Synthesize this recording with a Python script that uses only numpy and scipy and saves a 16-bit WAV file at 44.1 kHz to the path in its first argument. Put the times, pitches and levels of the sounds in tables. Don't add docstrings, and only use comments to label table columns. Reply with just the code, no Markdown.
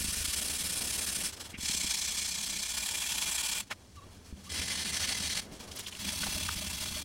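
import sys
import numpy as np
from scipy import signal
from scipy.fft import rfft, irfft, next_fast_len
from scipy.io import wavfile
from scipy.ndimage import uniform_filter1d, map_coordinates

SR = 44100
rng = np.random.default_rng(int(sys.argv[2]) if len(sys.argv) > 2 else 0)


def file_out(sig):
    cols = np.atleast_2d(sig).T
    lim = np.clip(cols, -1, 1)
    pcm = np.round(lim * 32767).astype(np.int16)
    wavfile.write(sys.argv[1], SR, pcm)


N = 310464

# (start [s], grip [0-4 firm rubbing, 5 loose handling])
GRIP_STAGES = [(0, 0), (.4, 0), (1.3, 5), (1.6, 1), (2.73, 2), (3.62, 5), (4.49, 3), (5.42, 5), (5.7, 5),
               (5.99, 4)]
# (deep mode [dB], upper modes [dB], cloth [dB])
RUMBLE_LEVELS = [(-51.5, -52.5, -55), (-52.5, -53, -50), (-56, -62, -57.5), (-55, -56.5, -60),
                 (-55.5, -57.5, -58.5), (-55.5, -60.5, -60), (-50, -49.5, -61), (-58, -54.5, -49.5),
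                 (-57, -60.5, -56), (-47, -50, -79)]
DEEP_MODE_HZ = [67, 62, 68, 80, 78.8, 83.3]
# (frequency [Hz], bandwidth [Hz], relative level [dB])
BENCH_MODES = [(196.8, 45, 6.5), (253, 39, -4.5), (309, 100, -13)]
# (frequency [Hz], relative spectral density [dB])
CLOTH_SPECTRUM = [(120, -1), (280, -2), (430, -3), (700, -6.5), (1500, -14.5), (16000, -38)]
# (time [s], deep mode [dB], upper modes [dB])
HAND_BUMPS = [(.008, -36.5, -46), (0.046, -37, -38.5), (.085, -33.5, -41.5), (0.126, -42, -48),
              (0.171, -40, -44), (.205, -37, -53), (0.244, -42, -46), (0.282, -38, -43), (1.541, -47, -43),
              (1.587, -43, -41), (1.633, -44, -43.5), (1.696, -65, -39), (1.748, -45, -42),
              (1.844, -43, -39), (4.066, -52, -49), (4.326, -36.5, -42), (4.596, -38.5, -41),
              (5.54, -50, -45), (5.605, -50, -48), (6.059, -50, -41), (6.215, -43, -44), (6.285, -37, -40),
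              (6.352, -36.5, -48), (6.456, -44, -55), (6.494, -54, -42.5), (6.565, -37, -50),
              (6.668, -43.5, -49), (6.814, -40, -47), (6.916, -39, -47), (6.956, -49, -42)]
# (centre time [s], level [dB], duration [s], relative pitch glide [1/s])
PAPER_SQUEAKS = [(.11, -60, .04, 5), (.322, -58, .035, 4), (3.984, -55.5, 0.032, -2.5),
                 (4.032, -59.5, 0.033, 2.5), (4.476, -58, 0.023, 6)]
# (frequency [Hz], relative level [dB])
SQUEAK_PARTIALS = [(1135, 6.5), (2745, -7), (3876, -5)]
# (centre time [s], level [dB], duration [s], frequency [Hz], bandwidth [Hz])
BENCH_SCUFFS = [(1.55, -43, 0.086, 2340, 910), (3.717, -33, 0.067, 1550, 2010),
                (5.718, -42, .03, 4200, 2500), (5.763, -43, 0.034, 10000, 6000),
                (5.775, -40.5, .045, 4500, 2500), (5.794, -38.5, 0.028, 9500, 6000),
                (5.808, -41, 0.044, 4270, 2500), (5.866, -32.5, 0.019, 3340, 500),
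                (5.927, -39.5, 0.018, 2940, 910), (5.953, -40, 0.011, 2700, 1200),
                (6.237, -31.5, 0.032, 1740, 900), (6.269, -38, 0.032, 910, 400),
                (6.491, -31, 0.024, 1290, 700)]
# (time [s], level [dB])
BLADE_KNOCKS = [(6.127, -41.5), (6.23, -42), (6.264, -43), (6.363, -39), (6.407, -46), (6.617, -40.5),
                (6.824, -47), (6.859, -48), (6.905, -54), (6.964, -41)]
# (start [s], duration [s], level [dB])
LIGHT_RUBS = [(1.276, 0.043, -38), (1.319, 0.042, -43), (1.36, .038, -46), (1.394, 0.046, -40),
              (1.435, 0.054, -44.5), (1.486, 0.05, -49.5), (1.573, 0.05, -46.5), (3.612, 0.036, -51),
              (3.668, 0.021, -63), (3.702, 0.039, -43), (3.952, 0.025, -59), (4.107, .08, -65),
              (4.243, 0.087, -61.5), (4.358, 0.081, -63.5), (4.432, 0.067, -53), (5.403, 0.049, -47.5),
              (5.441, 0.038, -57), (5.51, 0.082, -54), (5.591, 0.044, -46.5), (5.625, 0.044, -50.5),
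              (5.668, 0.043, -51), (5.705, 0.048, -49), (5.746, 0.054, -46), (5.784, 0.043, -41.5),
              (5.82, 0.053, -48), (5.865, 0.026, -39.5), (5.878, 0.027, -41.5), (5.904, 0.056, -49),
              (5.942, 0.059, -47)]
RUN_ONSETS = [-.029, 1.601, 4.491, 5.987]
SNATCH_TICKS = [
    [6, 3, 5, 3, 8, 3, 5, 3, 5, 3, 3, 2, 3, 5, 5, 5, 3, 3, 5, 3, 3, 2, 3, 5, 3, 5, 5, 3, 3, 2, 3, 5],
    [2, 2, 3, 2, 3, 3, 3, 3, 3, 3, 4, 3, 4, 3, 3, 3, 3, 3, 4, 3, 3, 3, 3, 3, 3, 2, 3, 3, 3, 3, 3, 3, 3, 3,
     5, 3, 3, 2, 3, 3, 2, 3, 3, 3, 5, 3, 5, 3, 3, 5, 5, 3, 3, 5, 5, 3, 3, 5, 2],
    [2, 2, 7, 4, 2, 2, 5, 2, 7, 7, 7, 7, 7, 2, 3, 2, 7, 5, 6],
    [5, 2, 5, 3, 2, 3, 3, 2, 3, 3, 2, 3, 2, 3, 2, 3, 2, 5, 5, 3, 2, 3, 3, 4, 3, 5, 5, 3, 7, 2],
]
JOINT_DIPS = [5.5, 5.4, 4, 4.7]
# (time [s], nominal level [dB])
PRESSURE_LEVELS = [(0, -33.5), (.3, -32.5), (.8, -33.5), (1.25, -33.5), (1.61, -39.5), (1.64, -34),
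                   (1.68, -31.5), (1.8, -31.5), (1.95, -32), (2.2, -33), (2.5, -34.5), (3.05, -33),
                   (3.55, -32), (4.49, -42.5), (4.53, -35), (4.6, -34), (4.66, -36.5), (4.72, -33),
                   (4.8, -34.5), (5.05, -32), (5.2, -34), (5.4, -33), (5.99, -42), (6.05, -35.5),
                   (6.16, -36), (6.24, -33), (6.46, -35.5), (6.52, -36), (6.85, -37), (7.03, -37.5)]
# (frequency [Hz], relative spectral density for each of grips 0-5 [dB])
GRIT_SPECTRA = [(400, -29, -26.5, -44, -10.5, -33, -32), (890, -12.5, -4.5, -3.5, -7.5, -2, 1.5),
                (1386, -11, -9.5, -13.5, -9, -6, 0), (2330, -5.5, -2, -4.5, -3.5, -0.5, 2),
                (4120, -2, 0.5, -3, 2, 3, 6), (6750, -4, 3, -3, -4.5, -1, 1.5),
                (9620, 1, -1, -3, -4, 0, 0.5), (11970, -8, -8, -10.5, -14.5, -7, -7.5),
                (15500, -14.5, -13, -15, -19, -9, -10.5)]
# (frequency [Hz], bandwidth [Hz], gain over the grit for each of grips 0-4 [dB])
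BLADE_MODES = [(616, 21, 10.5, 8.5, 15, 0.5, 17), (1466, 19, 8.5, 6, 12.5, 8.5, 7),
               (1750, 85, 5, 7, 6.5, 7.5, 2.5), (1950, 90, -0.5, -11, -1, -2, -5),
               (2042, 44, -6, -2.5, -11, 12, 4), (2230, 150, 0.5, 6.5, -0.5, 1.5, 1.5),
               (2400, 45, 7, 9, 11.5, 5, 6.6), (2680, 23, 5.5, -4, 5, -6, 9.5),
               (3170, 38, 0.5, 6, 6, 3, -7), (3387, 147, 5.5, 10, 8, 4, 8.5),
               (4075, 120, 3, 9, 4.5, 2.5, 1), (4240, 100, 1, 7.5, 4, 5.5, 4),
               (4446, 106, 3.5, 7.5, 3.5, 3.5, 5.5), (5240, 110, 6.5, 7, 4, 3.5, 4),
               (6060, 190, 3.5, 5, 2, 6.3, 5), (7620, 160, 3, 6.5, 6.5, 1, -2),
               (8600, 160, 3.5, 5.5, 2, 4.5, 2.6), (9530, 350, -3.5, 0, -2.5, 2, 0.5)]
# (time [s], level relative to the steady rubbing [dB])
GRIT_CATCHES = [(.256, -2), (.337, -3), (.376, -10), (.909, -8), (.993, -9), (1.075, -7), (1.261, -11),
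                (1.69, 1), (1.912, -1), (1.945, -5), (2.188, -5), (2.633, -4), (2.783, -4), (2.89, -3),
                (2.956, -2), (3.022, -3), (3.123, -6), (3.185, -4), (3.224, 3), (4.599, 1), (4.621, -4),
                (4.685, -2), (4.72, -4), (4.945, -2), (4.972, -2), (5.018, -18), (5.047, -2), (5.094, 1),
                (5.127, -1), (5.258, -3), (5.376, 0.5), (6.05, -6), (6.091, 1), (6.432, -2), (6.86, -1),
                (6.888, -8), (6.974, -3)]
# (frequency [Hz], bandwidth [Hz])
MIC_NOTCHES = [(2546, 47), (3596, 160), (4145, 137), (4651, 84), (12952, 420), (14987, 100)]

TICK_S = 512 / 48000


def amp(db):
    return 10 ** (np.asarray(db) / 20)


def unit(x):
    return x / np.sqrt(np.mean(x ** 2) + 1e-20)


def spectrum(knots_hz, knots_db, hz):
    return amp(np.interp(np.log(hz + 1), np.log(knots_hz), knots_db))


def resonance(hz, centre_hz, width_hz):
    return 1j * hz * width_hz / (centre_hz ** 2 - hz ** 2 + 1j * hz * width_hz)


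def filtered(x, response):
    size = next_fast_len(N + 8192)
    return irfft(rfft(x, size) * response(np.fft.rfftfreq(size, 1 / SR)), size)[..., :N]


def wobble(rate):
    return map_coordinates(rng.standard_normal(int(N * rate / SR) + 4), [np.arange(N) * rate / SR])


def stage():
    return np.searchsorted(np.transpose(GRIP_STAGES)[0] * SR, np.arange(N), side="right") - 1


def grip_weights():
    grips = np.transpose(GRIP_STAGES)[1]
    return [uniform_filter1d(1. * (grips[stage()] == grip), size=800) for grip in np.unique(grips)]


def joints():
    return [start + TICK_S * np.cumsum([0, *ticks]) for start, ticks in zip(RUN_ONSETS, SNATCH_TICKS)]


def bench_rumble(rubbing_db):
    levels = uniform_filter1d(np.transpose(RUMBLE_LEVELS)[:, stage()] * 1., size=3000)
    dips_db = rubbing_db - uniform_filter1d(rubbing_db, size=4000)
    shared_dips = amp(0.33 * dips_db)
    carrier = np.exp(2j * np.pi * np.cumsum(np.dot(DEEP_MODE_HZ, grip_weights())) / SR)
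    sway = lambda rate: wobble(rate) + 1j * wobble(rate)
    deep = np.real((0.42 + sway(35) + .5 * sway(110)) * carrier)
    modes = lambda hz: sum(amp(db) * resonance(hz, centre, width) * resonance(hz, centre, 4 * width)
                           for centre, width, db in BENCH_MODES)
    upper = filtered(rng.standard_normal(N), modes) * amp(2.3 * wobble(14))
    cloth = filtered(rng.standard_normal(N), lambda hz: spectrum(*np.transpose(CLOTH_SPECTRUM), hz))
    cloth *= amp(2.5 * wobble(14))
    return sum(amp(db) * unit(shared_dips * layer) for db, layer in zip(levels, (deep, upper, cloth)))


def hand_bumps():
    out, t = np.zeros(N + SR), np.arange(SR // 8) / SR
    onset = 1 - np.exp(-t / 0.005)
    ring = lambda hz, t60_s: amp(11.5 - 60 * t / t60_s) * onset * np.sin(2 * np.pi * hz * t)
    upper = sum(amp(db) * ring(hz, t60_s=0.023) for hz, _, db in BENCH_MODES)
    deep = ring(np.mean(DEEP_MODE_HZ), t60_s=0.058)
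    deep += amp(-5.5) * ring(hz=137, t60_s=0.041)
    for start, deep_db, upper_db in HAND_BUMPS:
        out[round(start * SR):][:len(t)] += amp(deep_db) * deep + amp(upper_db) * upper
    return out[:N]


def paper_squeaks():
    out, t = np.zeros(N + SR), np.arange(-SR // 16, SR // 16) / SR
    for centre, db, length, glide in PAPER_SQUEAKS:
        jitter = np.cumsum(rng.normal(0, 4e-6, len(t)))
        warped_time = t + .5 * glide * t ** 2 + jitter
        tones = sum(amp(level) * np.sin(2 * np.pi * hz * warped_time) for hz, level in SQUEAK_PARTIALS)
        swell = np.exp(-(2 * t / length) ** 4)
        out[round((centre + t[0]) * SR):][:len(t)] += amp(db) * tones * swell
    return out[:N]


def scuffs():
    out, t = np.zeros(N), np.arange(N) / SR
    for centre, db, length, centre_hz, width_hz in BENCH_SCUFFS:
        band = lambda hz: resonance(hz, centre_hz, width_hz) * resonance(hz, centre_hz, 2 * width_hz)
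        noise = unit(filtered(rng.standard_normal(N), band))
        out += amp(db) * noise * np.exp(-(5.9 * (t - centre) / length) ** 2)
    return out


def blade_knocks(t60_s=0.054, rise_s=0.0071):
    out, t = np.zeros(N + SR), np.arange(SR // 8) / SR
    envelope = amp(9 - 60 * t / t60_s) * (1 - np.exp(-t / rise_s))
    ring = envelope * np.sin(2 * np.pi * BLADE_MODES[0][0] * t)
    for start, db in BLADE_KNOCKS:
        out[round(start * SR):][:len(t)] += amp(db) * ring
    return out[:N]


def rubbing_level(rustle_db=-62, fade_s=0.01, attack_s=0.014, release_s=0.026):
    t = np.arange(N) / SR
    gain = np.full(N, amp(rustle_db))
    for edges, ticks, base_dip_db in zip(joints(), SNATCH_TICKS, JOINT_DIPS):
        lengths = np.diff(edges)
        scatter_db = rng.standard_normal((len(ticks), 2))
        hold_db = np.interp(edges[:-1] + lengths / 2, *np.transpose(PRESSURE_LEVELS))
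        hold_db += .5 * scatter_db[:, 0]
        hold_db -= 0.24 * (ticks - np.mean(ticks))
        dip_db = base_dip_db + 1.15 * np.minimum(ticks[1:], ticks[:-1]) + scatter_db[1:, 1]
        joint_gain = np.r_[0, amp((hold_db[1:] + hold_db[:-1]) / 2 - dip_db)]
        fade = np.minimum(fade_s, lengths / 2)
        times = np.ravel([edges[:-1], edges[:-1] + fade, edges[1:] - fade], order="F")
        gains = np.ravel([joint_gain, amp(hold_db), amp(hold_db)], order="F")
        gain += np.interp(t, np.r_[times, edges[-1]], np.r_[gains, 0])
    for start, length, db in LIGHT_RUBS:
        rise, fall = min(attack_s, 0.27 * length), min(release_s, 0.76 * length)
        corners = start + np.array([0, rise, length - fall, length])
        gain += amp(db) * np.interp(t, corners, [0, 1, 1, 0])
    return 20 * np.log10(gain)


def grit_noise(drift_db=0.72, jump_db=1.1):
    _, t, frames = signal.stft(rng.standard_normal(N + 512), SR, nperseg=256)
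    drift = uniform_filter1d(rng.standard_normal(frames.shape), size=6, axis=0)
    drift = uniform_filter1d(drift, size=9, axis=1)
    edges = np.concatenate(joints())
    snatch_colours = uniform_filter1d(rng.standard_normal((len(edges) + 1, len(frames))), size=2, axis=1)
    jumps = snatch_colours[np.searchsorted(edges, t)].T
    colour = amp(drift_db * unit(drift) + jump_db * unit(jumps))
    noise = signal.istft(frames * colour, nperseg=256)[1][:N]
    return noise * amp(0.65 * wobble(1500) + 0.42 * wobble(150) + 0.24 * wobble(50))


def sandpaper_on_blade(rubbing_db, catch_half_s=0.0045):
    grit, blade = np.transpose(GRIT_SPECTRA), np.transpose(BLADE_MODES)
    mode_hz, width_hz = blade[:2, :, None]
    lift_db = np.array([*blade[2:], .5 * blade[2:].mean(axis=0)])

    def response(hz):
        broad = np.array([spectrum(grit[0], db, hz) for db in grit[1:]])
        modal_power = (amp(lift_db) ** 2 - 1) @ abs(resonance(hz, mode_hz, width_hz)) ** 2
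        return broad * np.sqrt(np.maximum(1 + modal_power, .05))

    rasps = filtered(grit_noise(), response)
    steady = amp(rubbing_db) * sum(weight * unit(rasp) for weight, rasp in zip(grip_weights(), rasps))
    t = np.arange(N) / SR
    catches = sum(amp(db) * np.exp(-((t - centre) / catch_half_s) ** 2) for centre, db in GRIT_CATCHES)
    bite = filtered(steady, lambda hz: abs(resonance(hz, centre_hz=2260, width_hz=3800)))
    return steady + catches * bite


def scene():
    rubbing_db = rubbing_level()
    mono = sandpaper_on_blade(rubbing_db) + bench_rumble(rubbing_db)
    mono += scuffs() + hand_bumps() + blade_knocks() + paper_squeaks()
    return np.array([mono, mono])


def record(dry):
    depth, top_hz = .86, 15850
    notches = lambda hz: [1 - depth * resonance(hz, centre, width) for centre, width in MIC_NOTCHES]
    return filtered(dry, lambda hz: np.prod(notches(hz), axis=0) * (hz < top_hz))


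dry = scene()
out = record(dry)
file_out(out)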